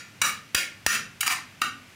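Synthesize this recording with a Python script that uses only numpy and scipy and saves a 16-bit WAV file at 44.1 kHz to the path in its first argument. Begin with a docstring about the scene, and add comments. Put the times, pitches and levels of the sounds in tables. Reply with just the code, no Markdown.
"""Clanks of a steel spoon stirring pasta in a steel pan, about three a second, close to the microphone.
Each knock sets the pan ringing; hard ones carry a low thud, the hardest a dull pop of microphone overload.
The spoon scrapes between knocks, and a faint rustle of stirred pasta comes last.
The place is a small hard kitchen with a low rumble and soft hiss; the pan sits centred in the image.
The recorder's limiter ducks each clank and recovers while the ring dies, so the ring seems to hold on."""
import sys
import numpy as np
from scipy import signal
from scipy.fft import rfft, irfft
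from scipy.io import wavfile
from scipy.ndimage import uniform_filter1d

SR = 44100
rng = np.random.default_rng(int(sys.argv[2]) if len(sys.argv) > 2 else 0)


def dump_mix(stems):
    """Bounce the given channels to the path in sys.argv[1] as a 16-bit WAV at rate SR."""
    frames = np.atleast_2d(stems).T  # one column per channel
    limited = np.clip(frames, -1, 1)  # hard clip at full scale
    pcm = np.round(limited * 32767).astype(np.int16)
    wavfile.write(sys.argv[1], SR, pcm)


N = 85995

# spoon strikes pan: start_s, level_db, contact_s, low_edge_hz, tilt_db_per_octave, favoured_hz, boost_db
KNOCKS = [(-.125, 0.5, 0.0017, 1310, 0.5, 1760, 2), (0.2157, -1, 0.0048, 1090, -1.2, 6900, 6),
          (.5465, -0.5, 0.0048, 1300, -0.66, 2320, 4.5), (.8638, 6, 0.0025, 970, 0.46, 1243, 5),
          (1.2068, -15, 0.0046, 694, 4, 2820, 11.5), (1.229, -16, 0.0026, 694, -1.5, 2930, 7),
          (1.2615, -14, 0.011, 695, 1, 2840, 7.5), (1.2772, -8.5, 0.0014, 700, 0, 1760, -6),
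          (1.6143, -33.5, 0.0018, 1290, 7.5, 6940, -28), (1.6168, -5.5, 0.0021, 1093, -3, 1160, 8)]
# low thuds under hard knocks, the last with a pop of microphone overload: start_s, level_db, upper_edge_hz
THUDS = [(.217, -19.5, 310), (.547, -11.5, 333), (.8648, -1.5, 1840)]
# spoon scrapes, then a faint closing rustle of stirred pasta:
# start_s, length_s, level_db, low_edge_hz, favoured_hz, boost_db
SCRAPES_AND_RUSTLE = [(.243, 0.063, -22.5, 1050, 1210, 12.5), (.575, 0.073, -29.5, 1420, 2140, 16),
                      (.888, 0.075, -18.5, 1140, 1410, 7.5), (1.299, 0.043, -18.5, 790, 755, 13),
                      (1.84, 0.14, -59, 1300, 2350, 14)]
# ringing modes of the pan: pitch_hz, level_db, t60_s
PAN_MODES = [(761, -12, .25), (1200, -1, .4), (1256, -4, .33), (1364, -1, .38), (1408, 0, .4),
             (1476, -3, .38), (1599, -2, .36), (1809, 2, .33), (2194, -3, .36), (2271, -2, .4),
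             (2431, -3, .34), (2596, -3, .34), (2751, -3, .36), (2806, -4, .33), (3864, -5, .34),
             (4740, -1, .3), (4772, -3, .3), (5758, -3, .3)]
# overall spectrum of steel meeting steel: frequency_hz, level_db
STEEL_SPECTRUM = [(50, -14.5), (220, -1), (450, -8), (720, 2), (930, -5), (1300, -3), (2000, -4.5),
                  (2900, -6), (3600, -11.5), (6000, -11), (7600, -13), (11000, -13.5), (13500, -18.5),
                  (16000, -21)]
# broad resonances of spoon and pan wall in contact: centre_hz, width_hz, boost_db
STEEL_PEAKS = [(1310, 260, 7), (1810, 130, 8), (2310, 260, 6), (2780, 180, 4), (3900, 160, 7),
               (4770, 160, 10), (5770, 260, 9), (6860, 320, 9), (8180, 280, 9), (9350, 400, 8),
               (10550, 400, 4), (12000, 400, 4), (14950, 700, 13)]
# reverberation of the kitchen: frequency_hz, t60_s
KITCHEN_DECAY = [(150, 1), (700, 0.33), (1500, 0.33), (2500, 0.36), (5000, 0.32), (9000, 0.25),
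                 (15000, 0.19)]
# spectrum of the room tone: frequency_hz, relative_level_db
ROOM_TONE = [(25, -6), (50, -20), (100, 6.5), (170, 0.5), (260, -1.5), (420, -10), (850, -11), (1400, -8.5),
             (2500, -6), (3800, -13.5), (6000, -16), (9000, -21.5), (13000, -24.5), (15500, -32)]
# stereo width of the treble: frequency_hz, side_minus_mid_db
STEREO_WIDTH = [(3100, -72), (4300, -17), (8000, -13), (14000, -10)]

CLANK_T60_S, RING_DB, RING_SPREAD_DB = .026, -33.5, 5
CLANK_GRAIN, SLIP_GRAIN = .7, 1.05  # higher is grittier
THUD_DECAY_S, THUD_HZ, IMPULSE_DB = .0035, 76.5, 21.5
REVERB_DB, REVERB_BUILD_S, ROOM_TONE_DB = -4, .012, -51
LIMIT_DB, SENSE_S, ATTACK_S, RECOVER_DB_PER_S = -16.5, .0013, .0008, 159
LOW_CUT_HZ, HIGH_CUT_HZ = 35, 15850


def knock(level_db, contact_s, *spot):
    """The spoon chatters briefly against the wall, giving a clank and the long ring of the pan."""
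    t = np.arange(SR) / SR
    rise = np.sqrt(np.minimum(t / contact_s, 1))
    decay = gain(-60 * np.maximum(t - contact_s, 0) / CLANK_T60_S)
    chatter = unit_rms(rng.standard_normal(SR) * np.minimum(rng.exponential(1, SR), 2) ** CLANK_GRAIN)
    clank = colour(chatter * rise * decay, lambda hz: steel_db(hz) + spot_db(hz, *spot) + uneven_db(hz))
    return gain(level_db) * (kitchen(clank) + gain(RING_DB) * pan_ring(t, spot))


def pan_ring(t, spot):
    """The pan's modes die away, each struck with a random strength and phase."""
    ring = np.zeros(len(t))
    for hz, mode_db, t60_s in PAN_MODES:
        strength, phase = rng.standard_normal(2)
        struck_db = mode_db + spot_db(hz, *spot) + RING_SPREAD_DB * strength
        ring += gain(struck_db - 60 * t / t60_s) * np.sin(2 * np.pi * (hz * t + phase))
    return ring


def thud(level_db, upper_edge_hz):
    """A low thud; with a high upper edge, its impulse is the dull pop of an overloaded microphone."""
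    t = np.arange(SR // 8) / SR
    swing = .32 * np.exp(-t / THUD_DECAY_S) * np.sin(2 * np.pi * THUD_HZ * t)
    impulse = gain(IMPULSE_DB) * (t == 0)
    band = signal.butter(3, [45, upper_edge_hz], "band", fs=SR, output="sos")
    return gain(level_db) * signal.sosfilt(band, swing + impulse)


def scrape_or_rustle(length_s, level_db, low_edge_hz, favoured_hz, boost_db):
    """Dense uneven slips, of the spoon or of stirred pasta, coloured by the steel pan."""
    def body_db(hz):
        modes = sum(3 * gain(db / 2) * peak(hz, pitch, width_hz=16.3) for pitch, db, _ in PAN_MODES)
        return steel_db(hz) + modes + spot_db(hz, low_edge_hz, 0, favoured_hz, boost_db) + uneven_db(hz)

    t = np.arange(SR) / SR
    slips = unit_rms(rng.standard_normal(SR) * rng.exponential(1, SR) ** SLIP_GRAIN)
    stroke = np.sqrt(abs(np.sin(np.pi * np.minimum(t / length_s, 1))))
    return gain(level_db) * kitchen(colour(slips * stroke, body_db))


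def steel_db(hz):
    """Spoon and pan wall in contact: a wide spectrum with broad resonances."""
    resonances = sum(db * peak(hz, centre, width) for centre, width, db in STEEL_PEAKS)
    return curve_at(STEEL_SPECTRUM, hz) + resonances


def spot_db(hz, low_edge_hz, tilt_db_per_octave, favoured_hz, boost_db, shelf_db=-16):
    """Where and how the pan is touched sets the low edge, the brightness and a favoured resonance."""
    low_shelf = shelf_db / (1 + (hz / low_edge_hz) ** 10)
    tilt = tilt_db_per_octave * np.log2(np.maximum(hz, 1000) / 2500)
    return low_shelf + tilt + boost_db * peak(hz, favoured_hz, .14 * favoured_hz)


def uneven_db(hz, spread_db=2.5, step_hz=110):
    """Each contact wakes some of the many resonances more than others."""
    grid_hz = np.arange(0, SR / 2, step_hz)
    return spread_db * np.interp(hz, grid_hz, rng.standard_normal(len(grid_hz)))


def kitchen(direct):
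    """The direct sound reaches the microphone with dense reflections that die faster in the treble."""
    hz, t, noise = signal.stft(rng.standard_normal(SR), SR, nperseg=256)
    decay = gain(-60 * t / curve_at(KITCHEN_DECAY, hz)[:, None])
    _, tail = signal.istft(noise * decay, SR, nperseg=256)
    tail *= 1 - np.exp(-np.arange(len(tail)) / SR / REVERB_BUILD_S)
    reflections = signal.fftconvolve(direct, tail / np.linalg.norm(tail))[:len(direct)]
    return direct + gain(REVERB_DB) * reflections


def room_tone():
    """Low rumble and soft steady hiss behind the pan."""
    spectrum = gain(curve_at(ROOM_TONE, np.fft.rfftfreq(N, 1 / SR)))
    noise = irfft(rfft(rng.standard_normal(N)) * spectrum, N)
    return gain(ROOM_TONE_DB) * unit_rms(noise)


def gain(db):
    """Decibels to amplitude."""
    return 10 ** (np.asarray(db) / 20)


def unit_rms(x):
    """Scales to an rms of one."""
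    return x / np.sqrt(np.mean(x ** 2) + 1e-20)


def peak(hz, centre_hz, width_hz):
    """Resonance curve of height one."""
    return 1 / (1 + (2 * (hz - centre_hz) / width_hz) ** 2)


def curve_at(table, hz):
    """Interpolates a table on a log-frequency axis."""
    table_hz, values = np.transpose(table)
    return np.interp(np.log(hz + 1), np.log(table_hz), values)


def colour(x, curve_db, size=4096):
    """Minimum-phase filter whose gain follows curve_db(hz)."""
    log_gain = np.log(gain(curve_db(abs(np.fft.fftfreq(size, 1 / SR)))))
    taps = np.fft.ifft(np.exp(np.conj(signal.hilbert(log_gain)))).real
    return signal.fftconvolve(x, taps[:size // 2])[:len(x)]


def add(mix, start_s, sound):
    """Mixes a sound in at start_s, dropping what falls outside the mix."""
    start = round(start_s * SR)
    sound = sound[max(-start, 0):]
    overlap = mix[max(start, 0):][:len(sound)]
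    overlap += sound[:len(overlap)]


def stirring():
    """One channel of knocks, thuds, scrapes and rustle over the room tone."""
    mix = room_tone()
    for events, source in ((KNOCKS, knock), (THUDS, thud), (SCRAPES_AND_RUSTLE, scrape_or_rustle)):
        for start_s, *settings in events:
            add(mix, start_s, source(*settings))
    return mix


def scene():
    """A mid-side image: the pan in the centre, with a little width in the treble only."""
    mid = stirring()
    side = colour(stirring(), lambda hz: curve_at(STEREO_WIDTH, hz))
    return np.array([mid + side, mid - side])


def record(dry):
    """The recorder: a fast limiter with steady recovery, then low and high cuts."""
    power = uniform_filter1d((dry ** 2).mean(0), round(SENSE_S * SR))
    power_db = 10 * np.log10(abs(power) + 1e-12)
    recovery_db = np.arange(N) * RECOVER_DB_PER_S / SR
    held_db = np.maximum.accumulate(power_db + recovery_db) - recovery_db  # sinks after each peak
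    over_db = np.maximum(held_db - LIMIT_DB, 0)
    lag = np.exp(-1 / (ATTACK_S * SR))
    duck_db = signal.lfilter([1 - lag], [1, -lag], over_db)
    low_cut = signal.butter(1, LOW_CUT_HZ, "high", fs=SR, output="sos")
    high_cut = signal.firwin(401, HIGH_CUT_HZ, window=("kaiser", 8), fs=SR)
    limited = signal.sosfilt(low_cut, dry * gain(-duck_db))
    return signal.oaconvolve(limited, high_cut[None], "same", axes=1)


dry = scene()
out = record(dry)
dump_mix(out)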